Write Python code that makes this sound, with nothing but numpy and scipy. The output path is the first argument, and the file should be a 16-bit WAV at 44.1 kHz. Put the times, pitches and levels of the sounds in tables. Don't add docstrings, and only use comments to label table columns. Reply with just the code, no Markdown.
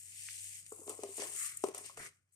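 import sys
import numpy as np
from scipy import signal
from scipy.fft import rfft, irfft
from scipy.io import wavfile
from scipy.ndimage import uniform_filter1d

SR = 44100
rng = np.random.default_rng(int(sys.argv[2]) if len(sys.argv) > 2 else 0)


def store_pcm(level_fs):
    pcm = np.round(np.clip(level_fs, -1, 1) * 32767).astype(np.int16)
    wavfile.write(sys.argv[1], SR, np.atleast_2d(pcm).T)


N = 103635


def gain_of(db):
    return 10 ** (np.asarray(db) / 20)


def evened(x):
    return x / np.sqrt(np.mean(x ** 2) + 1e-20)


def curve(rows, order=1):
    rows = np.array(rows)
    return np.interp(np.arange(N) / SR, rows[:, 0], rows[:, order])


def read(points, hz):
    f, value = np.transpose(points)
    return np.interp(np.log(hz + 1), np.log(f + 1), value)


# (frequency [Hz], left minus right [dB])
MIC_COLOUR = [(2000, 1), (4000, 0.5), (6000, -0.5), (7200, -4.5), (8000, 9.5), (9000, 12.5), (11500, 6.5),
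              (14000, 16)]


def coloured(x, spectrum, patchy_db=0.):
    hz, _, z = signal.stft(x, SR, nperseg=512)
    patches = rng.standard_normal(z.shape)
    for _ in range(2):
        patches = uniform_filter1d(patches, 5 if _ == 0 else 6, 1 if _ == 0 else 2)
    db = read(spectrum, hz) + np.outer([.5, -.5], read(MIC_COLOUR, hz))
    gain = gain_of(db[:, :, None] + patchy_db * evened(patches))
    return evened(signal.istft(z * gain, SR, nperseg=512)[1][:, :N])


RIGHT_LAG_S = 0.00019


def pair(a, b, same):
    same = np.clip(same, 0, 1)
    late = np.roll(a, round(RIGHT_LAG_S * SR))
    return np.array([a, same * late + np.sqrt(1 - same ** 2) * b])


def clicks(per_s, spread_db):
    size = gain_of(spread_db * np.minimum(rng.exponential(1, N), 5))
    size = size * rng.choice([-1., 1.], N)
    return evened(size * (rng.random(N) < per_s / SR))


def add(mix, s, sound):
    part = mix[..., round(s * SR):][..., :sound.shape[-1]]
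    part += sound[..., :part.shape[-1]]


GRAIN_SHARE, GRAIN_SAME = .25, .5
FLICKER_DB = 1.33


def grains(same, hits):
    a, b = np.sqrt(1 - GRAIN_SHARE) * rng.standard_normal((2, N))
    flicker = rng.standard_normal(N)
    for _ in range(2):
        flicker = uniform_filter1d(flicker, size=150)
    mixed = pair(a, b, same) + np.sqrt(GRAIN_SHARE) * pair(*hits, GRAIN_SAME)
    return mixed * gain_of(FLICKER_DB * evened(flicker))


# (time [s], fine hiss level [dB], lower rustle level [dB])
FLOW_LEVELS = [(0, -49.5, -68.5), (.05, -53.5, -65.5), (.28, -47.5, -53.5), (.44, -47, -57),
               (.56, -49, -57.5), (.64, -57, -67.5), (.7, -55, -69), (.86, -53.5, -76.5),
               (.9, -47.5, -54.5), (.96, -55, -67.5), (1.06, -54.5, -60), (1.14, -48.5, -62),
               (1.22, -43.5, -46.5), (1.3, -47, -59), (1.4, -38.5, -53.5), (1.47, -39, -52),
               (1.55, -53.5, -64), (1.62, -51.5, -66), (1.67, -49.5, -56.5), (1.735, -69, -71),
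               (1.75, -51, -53.5), (1.83, -54, -65), (1.86, -48.5, -52), (1.96, -63.5, -71),
               (1.98, -52.5, -59.5), (2.065, -50.5, -55.5), (2.11, -71, -74), (2.26, -93, -98),
               (2.32, -88, -91.5), (2.324, -71, -93)]
# (frequency [Hz], relative level [dB])
HISS_COLOUR = [(2600, -70), (3500, -40), (4270, -30.5), (6110, -13), (6920, 0.5), (8650, 3), (10200, -7),
               (14000, -17), (14400, -60.5)]
# (frequency [Hz], relative level [dB])
RUSTLE_COLOUR = [(1100, -57.5), (1600, -11.5), (2050, -3.5), (2860, -2), (3680, -7.5), (4270, -6),
                 (5600, -3.5), (6500, -2), (8450, -56)]
GRAINS_PER_S, GRAIN_SPREAD_DB, PATCHY_DB = 2500, 3.5, 2
HISS_SAME, RUSTLE_SAME = 0.05, 0.19


def sugar():
    hits = [clicks(GRAINS_PER_S, GRAIN_SPREAD_DB) for _ in "lr"]
    fine = coloured(grains(HISS_SAME, hits), HISS_COLOUR, PATCHY_DB)
    low = coloured(grains(RUSTLE_SAME, hits), RUSTLE_COLOUR, PATCHY_DB)
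    fine_power = gain_of(2 * curve(FLOW_LEVELS))
    low_power = gain_of(2 * curve(FLOW_LEVELS, order=2))
    add_crunches(fine_power, low_power)
    return fine * np.sqrt(fine_power) + low * np.sqrt(low_power) + coarse_slide(hits)


# (time [s], hiss level [dB], rustle relative to hiss [dB], decay t60 [s])
CLUMPS = [(0.6629, -47.5, -4.5, 0.033), (0.72, -44.5, -23, 0.048), (0.8757, -44, -3.5, 0.023),
          (0.8941, -31, -17, 0.036), (1.034, -35.5, -7, 0.023), (1.1683, -36.5, -37, 0.06),
          (1.2006, -40, 0, 0.021), (1.2205, -33, 3, 0.0079), (1.5715, -30, -42, 0.019),
          (1.6381, -37, -3.5, 0.039), (1.686, -36, -7.5, 0.013), (1.7466, -28.5, -13.5, 0.014),
          (1.779, -38.5, -13, 0.04), (1.9718, -46.5, -4.5, 0.059)]
CRUNCH_RISE_S = .0012


def add_crunches(fine_power, low_power):
    t = np.arange(6000) / SR
    for s, db, low_db, t60 in CLUMPS:
        burst = np.minimum(t / CRUNCH_RISE_S, 1) * gain_of(2 * (db - 60 * t / t60))
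        add(fine_power, s, burst)
        add(low_power, s, burst * gain_of(2 * low_db))


# (frequency [Hz], relative level [dB])
ROUGH_COLOUR = [(800, -49.5), (1200, 6), (1600, 2.5), (2050, 9.5), (2600, -7.5), (3100, -34.5)]
# (time [s], level [dB])
SLIDE_LEVELS = [(1.15, -89), (1.22, -54), (1.32, -68.5), (1.42, -51.5), (1.52, -59), (1.62, -77.5),
                (1.78, -65.5), (1.95, -82), (2.0, -51), (2.075, -56), (2.1, -69.5), (2.26, -97)]


def coarse_slide(hits):
    rough = coloured(grains(RUSTLE_SAME, hits), ROUGH_COLOUR, PATCHY_DB)
    return rough * gain_of(curve(SLIDE_LEVELS))


# (time [s], level [dB], frequency [Hz])
LUMPS = [(0.2873, -32.5, 2230)]
TICK_S = 0.00029


def ticks():
    out, t = np.zeros(N), np.arange(-100, 100) / SR
    for s, db, hz in LUMPS:
        bell = np.exp(-.5 * (t / TICK_S) ** 2)
        add(out, s + t[0], gain_of(db) * bell * np.cos(2 * np.pi * hz * t))
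    return out


# (frequency at main mode 404 Hz [Hz], relative level [dB], t60 at length factor 1 [s])
WALL_MODES = [(270, -13, .07), (325, -8, .09), (403, 0, .2), (455, -12, .09), (550, -7, .13),
              (612, -5, .12), (690, -10, .14), (765, -18, .12), (900, -22, .1), (1040, -13, .08),
              (1078, -10, .11), (1225, -16, .14)]
MAIN_HZ, MIDDLE_FROM_HZ, UPPER_FROM_HZ = 404, 500, 850
THUD_DB, THUD_SHORTER = 5, 0.23
KNOCK_RISE_S = .002


def ring(main_hz, middle_db, upper_db, length, scatter_db):
    hz, db, t60 = np.transpose(WALL_MODES)[:, :, None]
    t = np.arange(8000) / SR
    balance_db = np.where(hz > UPPER_FROM_HZ, upper_db, middle_db * (hz > MIDDLE_FROM_HZ))
    level = gain_of(db + balance_db + scatter_db[:, None])
    fall = gain_of(-60 * t / (t60 * length))
    thud = gain_of(THUD_DB - 60 * t / (t60 * THUD_SHORTER))
    rise = np.sin(np.pi / 2 * np.minimum(t / KNOCK_RISE_S, 1)) ** 2
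    modes = np.sin(2 * np.pi * hz * main_hz / MAIN_HZ * t)
    return rise * (level * (fall + thud) * modes).sum(0)


# (time [s], level [dB], main mode [Hz], middle modes [dB], upper modes [dB],
# ring length [factor])
BOWL_KNOCKS = [(0.72, -47.5, 435, -4, 3.5, 0.31), (.792, -53.5, 332, -10, -10, 0.57),
               (.815, -53.5, 433, -10, -10, 0.34), (.867, -56.5, 400, -13, -10, 0.41),
               (.879, -44, 398, 1, 0, 0.1), (.896, -51, 428.5, -23, 4, 0.77),
               (.99, -50, 427, -16, -4, 0.23), (1.027, -55.5, 408, -10, -7, 1),
               (1.034, -40, 398.4, -0.5, -5, 0.9), (1.051, -48.5, 401, -14, -21, 0.45),
               (1.089, -51, 390.6, -21, -31, 0.88), (1.181, -47, 425, -1, -6, 0.31),
               (1.194, -40.5, 405.6, -11, -7.5, 1), (1.221, -49.5, 398, 8, 6, 0.89),
               (1.638, -30, 402, 1.5, 3.5, 0.26), (1.685, -41, 415, -9, 0.5, 0.17),
               (1.745, -54.5, 419, 6.5, 11, 0.66), (1.77, -65, 403, 8, 11, 0.63),
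               (1.896, -70, 408, 11.5, 22, 0.76), (1.973, -51.5, 455, -1, 11.5, 0.47)]
SCATTER_DB = 2.5


def knocks():
    out = np.zeros(N)
    chance = rng.standard_normal((len(BOWL_KNOCKS), len(WALL_MODES)))
    for (s, db, *colour), draw in zip(BOWL_KNOCKS, chance):
        add(out, s, gain_of(db) * ring(*colour, SCATTER_DB * draw))
    return out


# (time [s], level [dB])
SCRAPE_LEVELS = [(.7, -120), (.74, -68.5), (.85, -65), (.9, -52), (.96, -62), (1.09, -66), (1.16, -70),
                 (1.24, -54.5), (1.36, -69.5), (1.45, -87), (1.62, -99), (1.67, -52.5), (1.735, -61),
                 (1.78, -54), (1.87, -69), (1.95, -81), (2.0, -56.5), (2.07, -70.5), (2.14, -105.5)]
SLIPS_PER_S, SLIP_SPREAD_DB = 470, 2
SLIP_MIDDLE_DB, SLIP_UPPER_DB, SLIP_LENGTH = 3, 6.5, 0.28


def scrape():
    slips = clicks(SLIPS_PER_S, SLIP_SPREAD_DB) * gain_of(curve(SCRAPE_LEVELS))
    slip = ring(MAIN_HZ, SLIP_MIDDLE_DB, SLIP_UPPER_DB, SLIP_LENGTH, np.zeros(len(WALL_MODES)))
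    return signal.oaconvolve(slips, slip / np.linalg.norm(slip))[:N]


WALL_FLOOR_HZ = 248


def bowl():
    floor = signal.butter(4, WALL_FLOOR_HZ, "high", fs=SR, output="sos")
    return signal.sosfilt(floor, knocks() + scrape())


ROOM_T60_S, TURNS_PER_S = .2, 3.1


def room(x):
    t = np.arange(round(.3 * SR)) / SR
    fall = gain_of(-60 * t / ROOM_T60_S) * (t > .003)
    tails = rng.standard_normal((3, 2, len(t))) * fall
    turn = 2 * np.pi * TURNS_PER_S * np.arange(N) / SR
    out = np.zeros((2, N))
    for k, tail in enumerate(tails):
        part = x * np.sqrt(2 / 3) * np.cos(turn + 2 * np.pi * k / 3)
        out += signal.fftconvolve(part[None], tail / np.linalg.norm(tail[0]), axes=1)[:, :N]
    return out


# (time [s], level [dB])
HUM_LEVELS = [(0, -73.5), (.47, -68.5), (.74, -77.5), (.85, -72), (1.3, -75.5), (1.7, -76.5), (2.0, -77),
              (2.35, -89)]
HUM_HZ, HUM_WIDTH_HZ, HUM_WAVER = 95.9, 5, 1.0


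def hum():
    r = np.exp(-np.pi * HUM_WIDTH_HZ / SR)
    drift = rng.standard_normal(N)
    for _ in range(2):
        drift = signal.lfilter([1], [1, -r], drift)
    phase = 2 * np.pi * HUM_HZ * np.arange(N) / SR + HUM_WAVER * evened(drift)
    return np.sqrt(2) * np.sin(phase) * gain_of(curve(HUM_LEVELS))


# (frequency [Hz], relative level [dB])
RUMBLE_COLOUR = [(20, -13.5), (60, -12), (80, -5.5), (150, -1), (200, -12.5), (350, -15.5), (950, -26),
                 (1500, -15.5), (2500, -49.5)]
# (time [s], level [dB])
RUMBLE_LEVELS = [(0, -78), (1.95, -75.5), (2.0, -55.5), (2.1, -79), (2.35, -95.5)]
RUMBLE_SAME = .6


def rumble():
    colour = gain_of(read(RUMBLE_COLOUR, np.fft.rfftfreq(N, 1 / SR)))
    noise = pair(*rng.standard_normal((2, N)), RUMBLE_SAME)
    return evened(irfft(rfft(noise) * colour, N)) * gain_of(curve(RUMBLE_LEVELS))


BOWL_LEFT_DB, LUMP_SAME, ROOM_DB = 4, 0.34, -10.5


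def scene():
    wall, lumps = bowl(), ticks()
    near = pair(wall, wall, 1) * gain_of([[BOWL_LEFT_DB / 2], [-BOWL_LEFT_DB / 2]])
    landing = pair(lumps, lumps, LUMP_SAME)
    tails = gain_of(ROOM_DB) * room(wall + lumps)
    return sugar() + near + landing + tails + hum() + rumble()


def record(dry):
    low_pass = signal.firwin(511, 15500, window=("kaiser", 9), fs=SR)
    return signal.oaconvolve(dry, low_pass[None], "same")


dry = scene()
out = record(dry)
store_pcm(out)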